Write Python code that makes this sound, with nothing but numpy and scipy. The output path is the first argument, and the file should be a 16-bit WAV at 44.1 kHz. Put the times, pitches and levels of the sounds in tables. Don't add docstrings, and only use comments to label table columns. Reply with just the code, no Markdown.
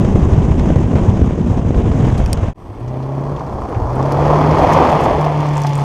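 import sys
import numpy as np
from scipy import signal
from scipy.fft import rfft, irfft, next_fast_len
from scipy.io import wavfile
from scipy.ndimage import uniform_filter1d

SR = 44100
rng = np.random.default_rng(int(sys.argv[2]) if len(sys.argv) > 2 else 0)


def bounce(signal):
    frames = np.transpose(np.atleast_2d(signal))
    limited = np.clip(frames, -1, 1)
    pcm = np.round(limited * 32767).astype(np.int16)
    wavfile.write(sys.argv[1], SR, pcm)


def boost_factor(decibels):
    exponent = np.asarray(decibels, float) / 20
    return 10 ** exponent


N = 257528
T = np.arange(N) / SR

# [t/s, level/dB]
GUST = [(0.0, 1.5), (0.3, 1.5), (0.64, 0.5), (0.7, 3), (0.74, -0.5), (1.03, 1.5), (1.4, -1.5), (1.44, -3.5),
        (1.51, 1.5), (1.62, -1), (1.85, -0.5), (2.08, 1.5), (2.25, -1.5), (2.46, -0.5), (2.53, -8)]
# [mean level/dB, share of the gust swing, change once braking/dB]
WIND_LAYERS = [(-17, 1.1, 1.5), (-17.5, 1.22, -6.5), (-29, 1.02, 2.5), (-50.5, 1.17, 1)]
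# [low f/Hz, high f/Hz]
WIND_BANDS = [(20, 140), (140, 500), (500, 3500), (4000, 15000)]
# [f/Hz, level per Hz/dB]
WIND_COLOUR = [(8.8, -26), (15, -7.5), (64, -2), (108, -2.5), (198, -3.5), (474, -16), (564, -18.5),
               (1040, -25), (1350, -35), (3220, -43.5), (4300, -55), (6450, -48.5), (8140, -57.5),
               (13700, -77.5), (15400, -93)]
# [t/s, peak level/dB, brightness/dB]
SLAPS = [(0.048, -20, 0), (0.1, -31, -26), (0.158, -30, -39), (0.332, -18.5, -25), (0.429, -38, -12),
         (0.595, -17, 6), (0.671, -22, -23), (0.702, -22, -38), (0.758, -18, -3), (0.914, -23, -19),
         (0.955, -15.5, -33), (0.983, -17.5, -18), (1.075, -28, -16), (1.17, -18, -31), (1.193, -31, -40),
         (1.215, -23, -25), (1.307, -25, -19), (1.388, -27, -31), (1.65, -28, -27), (1.706, -25, -11),
         (1.744, -19, -26), (1.813, -38, -16), (1.916, -18.5, -15), (1.98, -32, -22), (2.051, -19, -28),
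         (2.099, -15.5, -27), (2.374, -28, 12), (2.468, -32, 8)]
# [t/s, peak level/dB, f/Hz]
THUMPS = [(0.014, -5, 107), (0.055, -6, 100), (0.089, -11, 58), (0.15, 0, 122), (0.187, -15, 61),
          (0.227, -5.5, 57), (0.274, -2.9, 74), (0.329, 0, 66), (0.384, -2, 95), (0.431, -13, 70),
          (0.468, -9, 182), (0.512, -2.5, 56.7), (0.553, -3, 88), (0.597, -5.5, 59.4), (0.653, -2, 79.6),
          (0.692, -6, 70), (0.766, -0.5, 96), (0.822, -10, 98), (0.867, -7, 87), (0.958, -1.5, 106),
          (1.03, -4, 55.6), (1.09, 1.5, 104), (1.147, -3, 111), (1.226, 2, 75.5), (1.29, -10.3, 53),
          (1.325, -4, 117), (1.41, 1, 156), (1.448, -4.5, 73), (1.515, -4, 120), (1.584, -5.8, 53.4),
          (1.66, -3, 95), (1.707, -3, 107), (1.774, -1.5, 52), (1.823, -7, 106), (1.859, -3, 112),
          (1.921, -2.5, 66), (1.96, -7, 122), (2.004, -1, 148), (2.039, -2, 126), (2.085, -1, 109),
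          (2.13, -1, 107), (2.204, -2.5, 53), (2.245, -3.5, 56), (2.295, -14, 48.4), (2.331, -3, 82.4),
          (2.383, -7, 76.4), (2.434, -3, 87.5), (2.473, -18, 45)]
# [t/s, peak level/dB]
SNAPS = [(0.158, -5.5), (0.703, -6.5), (0.758, -11.5), (0.955, -12), (1.193, -11.5), (1.216, -11.5),
         (1.308, -12.5), (1.388, -11.5), (1.648, -16), (1.706, -8.5), (1.979, -27), (2.051, -16)]
# [t/s, peak level/dB, dullness/dB per octave]
STRIKES = [
    (2.2524, -41, 6),
    (2.261, -19, 15),
    (2.2777, -36, 0),
    (2.3309, -6, 2.5),
]
# [f/Hz, level/dB, t60/s]
HOUSING_MODES = [(2164, -36, 0.018), (2530, -27, 0.022), (3160, -22, 0.0088), (3850, -36, .01), (4740, -15, 0.013),
                 (5200, -19, .012), (5500, -8, 0.0094), (6860, -16, .01), (8000, -10.5, 0.0048), (8560, -7, 0.0087),
                 (10000, -14, 0.0076), (11600, -22, .006), (13500, -32, .004)]

# [t/s, f/Hz]
REVS = [(2.6, 97.6), (2.75, 106.1), (2.84, 119.9), (2.91, 127.4), (3.04, 133.2), (3.37, 143.0),
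        (3.5, 136.1), (3.75, 103.2), (3.92, 125.3), (4.05, 137.4), (4.25, 146.9), (4.59, 155.9),
        (4.81, 158.5), (5.06, 152.1), (5.25, 150.3), (5.5, 147.3), (5.7, 143.5), (5.84, 141.0)]
# [start t/s, end t/s, firing tone level at start/dB, at end/dB]
PULLS = [
    (2.778, 3.38, -25.5, -20),
    (3.84, 4.585, -20.5, -13),
    (4.743, 4.845, -25, -21),
    (5.14, 5.898, -17.5, -15.5),
]
# [multiple of firing rate, level re firing tone coming/dB, leaving/dB, change far off/dB]
ORDERS_DB = [(.5, -18, -22, -4), (.75, -18, -21, 0), (1.25, -23, -26, 0), (1.75, -19, -27, 0),
             (2, -19, -14, -9), (2.5, -21, -24, -6), (3, -16, -19, -5), (4, -28, -30, 0),
             (4.25, -23, -34, 0), (4.5, -28, -34, 0), (4.75, -25, -30, 0), (5, -27, -23, 0),
             (6, -27, -19, 4), (6.25, -28, -20, 0), (8, -27, -27, 0)]
# [f/Hz, width/Hz, lift/dB]
PIPES = [(272, 30, 6), (605, 35, 11)]
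BEAT_DEPTHS = [(.25, .14), (.5, .1), (1, .2)]
# [t/s, roar level/dB, spray of small stones re roar/dB]
SLIDE = [(2.54, -43.5, -17), (2.81, -36.5, -18.5), (2.97, -34, -18.5), (3.3, -27, -25), (3.77, -25, -26.5),
         (3.95, -22, -25), (4.27, -14.5, -20), (4.46, -15, -19.5), (4.8, -10, -16.5), (5.21, -18.5, -16.5),
         (5.45, -23, -13.5), (5.74, -30, -6.5), (5.84, -25, -15)]
# [level at a -20 dB roar/dB, share of roar swing, share of spray swing,
# change once past/dB]
SLIDE_LAYERS = [(-23.5, 0.69, 0.099, -5.5), (-21, 1, 0.057, 1), (-40, 0.89, 1, -0.5),
                (-49, 0.79, 0.25, 5.5)]
# [low f/Hz, high f/Hz]
SLIDE_BANDS = [(180, 450), (450, 1750), (1900, 3600), (4200, 15000)]
# [f/Hz, level per Hz/dB]
SLIDE_COLOUR = [(60, 1.5), (150, -4.5), (700, -0.5), (1050, -2.5), (1500, -19.5), (2450, -29.5),
                (2800, -34), (3300, -33.5), (3900, -38.5), (4400, -39.5), (5400, -41.5), (6500, -44),
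                (7500, -51), (11500, -58.5), (13500, -63), (15500, -72)]
# [t/s, peak level/dB, f/Hz]
CRUNCHES = [(2.955, -13, 610), (3.362, -20, 413), (3.362, -26, 2800), (3.747, -19.5, 1930),
            (3.744, -52, 593), (4.209, -11, 436), (4.286, 4, 434), (4.3, 0, 890), (4.326, 3.5, 740),
            (4.399, -1, 454), (4.443, -0.5, 980), (4.584, 2.5, 815), (4.639, 3, 610), (4.719, -15, 604),
            (4.799, -1, 471), (4.819, -8, 580), (4.852, -7, 860), (4.933, 3, 796), (4.963, 1, 855),
            (5.06, 6.5, 700), (5.065, -6, 510), (5.179, -6, 426), (5.258, -1, 715), (5.299, -7, 800),
            (5.407, -6, 810), (5.574, -5, 840), (5.646, -4, 910), (5.77, -7.5, 920), (4.003, -4, 794),
            (4.026, -5, 770), (4.165, -6, 654), (4.188, 2, 790), (4.26, -4, 790), (4.495, -4, 574),
            (4.525, -6, 706), (4.556, -12, 700), (4.68, 0, 750), (4.726, -6, 690), (4.755, -9, 760),
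            (4.784, 2, 885), (4.816, 3.5, 820), (4.848, -13, 600), (4.898, -5, 624), (4.995, -3, 630),
            (5.104, -5, 596), (5.148, 2, 720)]
# [t/s, level/dB]
PUFFS = [(2.83, -36), (3.3, -39), (3.58, -27), (3.81, -25), (4.0, -31), (4.15, -35), (4.29, -29),
         (4.62, -25), (4.85, -44), (5.1, -31), (5.36, -48), (5.84, -46)]
# [f/Hz, rms level/dB]
WHINE = [(5846, -76), (7919, -85), (8780, -84), (11687, -92), (11719, -81), (14626, -85)]
# [t/s, grains per s, level/dB]
PATTER = [(2.6, 23, -67), (4.0, 60, -60), (4.7, 120, -58), (5.3, 180, -51), (5.84, 160, -41)]
# [t/s, peak
# level/dB, f/Hz, top re peak/dB, spread/ms]
STONES = [(2.797, -53, 8200, -40, 8), (2.877, -40, 5400, -32, 7.7), (3.022, -40, 4730, -32, 13),
          (3.362, -40, 5300, -39, 6), (3.392, -37, 5000, -30, 6), (3.53, -50, 8500, -30, 8),
          (3.61, -50, 8300, -30, 6), (3.69, -50, 8500, -30, 8), (3.7445, -40, 5100, -30, 4),
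          (3.9293, -37, 4800, -15, 2), (3.954, -41, 8500, -18, 4), (4.027, -31, 5600, -22, 2),
          (4.055, -42, 5500, -18, 6), (4.0867, -44, 4300, -18, 2), (4.1205, -23.5, 5030, -14, 2.4),
          (4.208, -34, 4900, -28, 2), (4.2568, -34, 4600, -26, 2), (4.3865, -33, 4940, -30, 2),
          (4.5102, -24, 4800, -38, 2.4), (4.5576, -30, 4250, -24, 1.5), (4.583, -26, 4730, -23, 7),
          (4.6277, -29, 5000, -28, 5.5), (4.721, -27, 5500, -16, 5.8), (4.731, -21, 5600, -21, 6),
          (4.775, -30, 4500, -23, 5), (4.8895, -30, 5500, -20, 2.3), (4.8965, -26.5, 6450, -32, 2),
          (4.915, -35, 6000, -15, 6), (5.006, -36, 5630, -9, 7.7), (5.0355, -29.5, 6100, -15, 6),
          (5.048, -33, 6500, -16, 5), (5.2096, -30, 5400, -17, 4), (5.2465, -29, 5400, -18.5, 4),
          (5.4037, -30.5, 5600, -20, 3), (5.4411, -32, 4200, -28, 2), (5.4665, -35, 6160, -17, 2),
               (5.487, -33, 6200, -22, 3.1), (5.533, -36, 6200, -16, 2.8), (5.555, -36, 7200, -24, 2),
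               (5.57, -24, 6860, -29, 1.1), (5.5786, -26, 6500, -16, 2), (5.603, -34, 7500, -26, 2),
               (5.6177, -22, 6030, -13, 1.8), (5.635, -24, 5760, -28, 2), (5.6668, -19.5, 5200, -21, 4.1),
               (5.6938, -27, 5400, -20, 2), (5.7329, -28, 5800, -24, 2), (5.7534, -25.5, 7150, -15, 2.3),
               (5.7778, -33, 8000, -11, 1.8), (5.7958, -32, 6450, -24, 2), (5.82, -41, 7000, -12, 3)]


def in_time(rows):
    s, *columns = np.transpose(rows)
    return [np.interp(T, s, c) for c in columns]


def ramp(start_s, end_s):
    return np.interp(T, [start_s, end_s], [0, 1])


def drift(rate):
    r = np.exp(-32 * np.pi * rate / SR)
    slow = signal.lfilter([1], [1, -2 * r, r * r], rng.standard_normal(N // 16 + 3002))[3000:]
    return np.interp(np.arange(N) / 16, np.arange(len(slow)), slow / slow.std())


def clicks_at(times, heights):
    clicks = np.zeros(N)
    clicks[(np.asarray(times) * SR).astype(int)] = heights
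    return clicks


def ring(clicks, hz, t60):
    r, w = boost_factor(-60 / (t60 * SR)), 2 * np.pi * hz / SR
    return signal.lfilter([0, np.sin(w)], [1, -2 * r * np.cos(w), r * r], clicks + 1e-18)


def band(x, low_hz, high_hz):
    sos = signal.butter(2, [low_hz, min(high_hz, .45 * SR)], "band", fs=SR, output="sos")
    return signal.sosfilt(sos, x)


def bursts(times, levels_db, decay_s):
    clicks = np.zeros(N)
    np.add.at(clicks, (np.asarray(times) * SR).astype(int), boost_factor(levels_db))
    return signal.lfilter([1], [1, -np.exp(-1 / (decay_s * SR))], clicks + 1e-18)


def turbulent(source, colour, bands, levels_db, shared_db, own_db, lumps):
    size = next_fast_len(N)
    octave = np.log2(np.maximum(np.arange(size // 2 + 1) * SR / size, 1))
    hz = 2 ** octave
    colour_hz, colour_db = np.transpose(colour)
    shape_db = np.interp(octave, np.log2(colour_hz), colour_db, left=-60, right=-130)
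    spectrum = rfft(source, size) * boost_factor(shape_db)
    power = np.abs(spectrum) ** 2 * 2 / size / N
    gains = np.array([db - 10 * np.log10(power[(hz > low) & (hz < high)].sum())
                      for db, (low, high) in zip(levels_db, bands)])
    flats = np.log2(np.ravel([(low * 1.2, high / 1.2) for low, high in bands]))
    out = np.zeros(N)
    for centre in np.arange(3.5, 14.6, .5):
        part = irfft(spectrum * np.maximum(1 - 2 * np.abs(octave - centre), 0), size)[:N]
        weights = np.array([np.interp(centre, flats, row) for row in np.eye(4).repeat(2, axis=1)])
        share = np.interp(centre, [6, 10, 13], shared_db)
        flicker_db = own_db * drift(min(2 ** centre / 12, 25))
        out += part * boost_factor(weights @ gains + share * lumps + flicker_db)
    return out


def gusts():
    gust_db, = in_time(GUST)
    braking = ramp(1.9, 2.5)
    return [db + share * gust_db + change_db * braking for db, share, change_db in WIND_LAYERS]


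def lulls():
    depth, lead_s, length_s = 0.22, 0.0053, 0.0032
    corners_s = length_s * np.array([-2, 0, 1]) - lead_s
    sag = sum(np.interp(T, s + corners_s, [0, 1, 0]) for s, _ in SNAPS)
    return 1 - depth * np.minimum(sag, 1)


def wind():
    lumps = 0.14 * drift(11) + 1.16 * drift(46.6)
    levels_db = gusts()
    flow = turbulent(rng.standard_normal(N), WIND_COLOUR, WIND_BANDS, levels_db, [1.5, 1.5, 1.5], 1.0, lumps)

    s, peak_db, bright_db = np.transpose(SLAPS)
    clicks = clicks_at(s, boost_factor(peak_db) * rng.choice([-1, 1], len(s)))
    push = 1.6 * ring(clicks, 170, .03) + ring(clicks, 520, .018)
    puff = 4 * rng.standard_normal(N) * bursts(s, peak_db - 7, .007)
    dull = band(push + puff, 80, 1300)
    hiss = 2 * rng.standard_normal(N) * bursts(s, peak_db + bright_db - 17.5, .002)
    bright = band(band(hiss, 1500, 7000), 1200, 7500)

    knock_db = 3 * drift(15) + 3 * rng.exponential(1, N).clip(0, 3)
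    knocks = (rng.random(N) < 900 / SR) * boost_factor(knock_db)
    loose_part = ring(knocks, 5000, .008) + .8 * ring(knocks, 10000, .008)
    rattle = boost_factor(levels_db[3] - 17) * band(loose_part, 5000, 8000)
    return lulls() * flow + dull + bright + rattle


def thumps():
    t, out = np.arange(-2500, 2500) / SR, np.zeros(N + 5000)
    for s, peak_db, hz in THUMPS:
        at = int(s * SR)
        swing = np.cos(2 * np.pi * (hz * t + rng.random()))
        out[at:at + 5000] += boost_factor(peak_db - 4) * swing * np.exp(-(t * hz / 0.82) ** 2)
    return out[2500:N + 2500]


def snaps():
    width_s, delay_s, gain_db = .00045, .0015, 7
    s, peak_db = np.transpose(SNAPS)
    clicks = clicks_at(s + delay_s, boost_factor(peak_db + gain_db))
    u = np.arange(-150, 151) / SR / width_s
    pulse = 0.26 * np.exp(-u ** 2 / 18) - 1.41 * np.exp(-u ** 2 / 2)
    return np.convolve(clicks, pulse, "same")


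def spray():
    start_s, level_db, decay_s = 2.178, -41, .014
    return 3 * band(rng.standard_normal(N) * bursts([start_s], level_db, decay_s), 2500, 8000)


def strikes():
    s, peak_db, dull_db = np.transpose(STRIKES)
    out = np.zeros(N)
    for hz, level_db, t60 in HOUSING_MODES:
        chance_db = 0.83 * rng.standard_normal(len(s))
        hit_db = peak_db + level_db + 1 - dull_db * np.log2(hz / 5000) + chance_db
        out += ring(clicks_at(s, boost_factor(hit_db)), hz, t60)
    return out


def whine():
    tones = sum(boost_factor(db + 5 + 1.2 * drift(20)) * np.sin(2 * np.pi * hz * T + .6 * drift(9)) for hz, db in WHINE)
    white = rng.standard_normal(N)
    return tones + boost_factor(-67.5) * (band(white, 4300, 13000) + 1.3 * band(white, 7700, 9200))


def breeze():
    level_db, puff_s = -37.5, 0.08
    low = band(band(rng.standard_normal(N), 27, 110), 7.2, 110)
    level = boost_factor(level_db) + sum(boost_factor(db) * np.exp(-((T - s) / puff_s) ** 2) for s, db in PUFFS)
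    return low / low.std() * level * boost_factor(drift(5.6))


def firing_tone_db():
    open_s, shut_s = 0.082, 0.064
    coast_db, roar_share, flutter_db = -24, .5, 5
    roar_db = in_time(SLIDE)[0]
    level = boost_factor(coast_db + roar_share * (roar_db - roar_db.max()) + flutter_db * drift(15))
    for start, end, first_db, last_db in PULLS:
        opened = np.clip(np.minimum((T - start) / open_s, (end - T) / shut_s), 0, 1)
        pull = boost_factor(np.interp(T, [start, end], [first_db, last_db]))
        level = level + opened * (pull - level)
    return 20 * np.log10(level)


def engine():
    firing_hz, tone_db = in_time(REVS)[0], firing_tone_db()
    load_db = uniform_filter1d(tone_db, size=8000)
    behind = ramp(4.44, 4.6)
    far = T > 5.55
    turn = 2 * np.pi * np.cumsum(firing_hz * (1 + 0.002 * drift(14))) / SR
    out = boost_factor(tone_db + 1.4 * drift(39)) * np.sin(turn)
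    for multiple, front_db, rear_db, far_db in ORDERS_DB:
        order_hz = multiple * firing_hz
        pipes_db = sum(lift_db * np.exp(-((order_hz - hz) / width) ** 2) for hz, width, lift_db in PIPES)
        level_db = load_db + front_db + (rear_db - front_db) * behind + far_db * far
        level_db += (1 - behind) * pipes_db
        out += boost_factor(level_db + 1.5 * drift(6)) * np.sin(multiple * turn + .25 * drift(5))
    return np.sqrt(2) * out


def exhaust_beat():
    turn = 2 * np.pi * np.cumsum(in_time(REVS)[0]) / SR
    return 1 + sum(depth * np.cos(multiple * turn) for multiple, depth in BEAT_DEPTHS)


def sliding():
    roar_db, spray_db = in_time(SLIDE)
    leaving = ramp(5.33, 5.63)
    pasts = [T > 5.2, leaving, leaving, leaving]
    return [db + roar_share * (roar_db + 20) + spray_share * (spray_db + 19.5) + past_db * past
            for (db, roar_share, spray_share, past_db), past in zip(SLIDE_LAYERS, pasts)]


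def slide():
    sizes = boost_factor(1.83 * np.minimum(rng.exponential(1, N), 5)) * rng.choice([-1, 1], N)
    crunch = sizes * (rng.random(N) < 2500 / SR)
    source = crunch / crunch.std() + 1.02 * rng.standard_normal(N)
    lumps = 0.092 * drift(19) + 0.28 * drift(23)
    return turbulent(source, SLIDE_COLOUR, SLIDE_BANDS, sliding(), [.8, 2.5, 1.5], 0.43, lumps)


def patter():
    per_s, level_db = in_time(PATTER)
    grains = (rng.random(N) < per_s / SR) * boost_factor(level_db + 3.7 * rng.exponential(1, N).clip(0, 3))
    dealt = rng.integers(0, 5, N)
    pitches_hz = np.geomspace(4900, 9500, num=5)
    rings = sum(ring(grains * (dealt == k), hz, 18 / hz) for k, hz in enumerate(pitches_hz))
    return band(rings, 4500, 12000)


def stones():
    out, t = np.zeros(N + 2000), np.arange(2000) / SR
    for s, peak_db, hz, top_db, spread_ms in STONES:
        white, at, spread = rng.standard_normal((3, 2000)), int(s * SR), spread_ms / 1000
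        shape = 2.06 * np.exp(-t / spread) * (1 - np.exp(-3 * t / spread))
        tail = 0.14 * np.exp(-t / 0.028)
        tick = np.sin(2 * np.pi * hz * t) * np.exp(-t / 0.0015) * min(0.0014 / spread, 1)
        crack = 1.15 * band(white[0] * (shape + tail), 0.81 * hz, 1.24 * hz)
        top = 2.3 * boost_factor(top_db) * band(white[1] * shape, 7800, 13300)
        knock = boost_factor(1) * band(white[2] * shape, 1800, 4000)
        out[at:at + 2000] += boost_factor(peak_db - 3) * (tick + crack + top + knock)
    return out[:N]


def crunches():
    out, t = np.zeros(N + 2000), np.arange(2000) / SR
    for s, peak_db, hz in CRUNCHES:
        at = int(s * SR)
        noise = rng.standard_normal(2000) * np.exp(-t / .01)
        burst = band(band(noise, .75 * hz, 1.3 * hz), .6 * hz, 1.5 * hz)
        out[at:at + 2000] += boost_factor(peak_db - 8) * burst / np.abs(burst).max()
    return out[:N]


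def housing_notch(x):
    notch_hz, width_hz, depth = 3800, 330, 0.52
    b, a = signal.iirpeak(notch_hz, notch_hz / width_hz, fs=SR)
    return x - depth * signal.lfilter(b, a, x)


def scene():
    onboard = wind() + thumps() + snaps() + spray() + strikes()
    roadside = whine() + breeze() + engine() + exhaust_beat() * (slide() + crunches()) + patter() + stones()
    fade_out = np.interp(T, [2.5, 2.5335], [1, .25], right=0)
    fade_in = ramp(2.544, 2.6)
    return (fade_out * onboard + fade_in * housing_notch(roadside))[None]


def band_limit(x):
    return signal.sosfilt(signal.butter(12, 15560, fs=SR, output="sos"), x)


def record(dry):
    rounded = dry / (1 + np.abs(dry) ** 8) ** (1 / 8)
    top_cut = signal.cheby2(10, 50, 15900, fs=SR, output="sos")
    return band_limit(signal.sosfilt(top_cut, rounded))


dry = scene()
out = record(dry)
bounce(out)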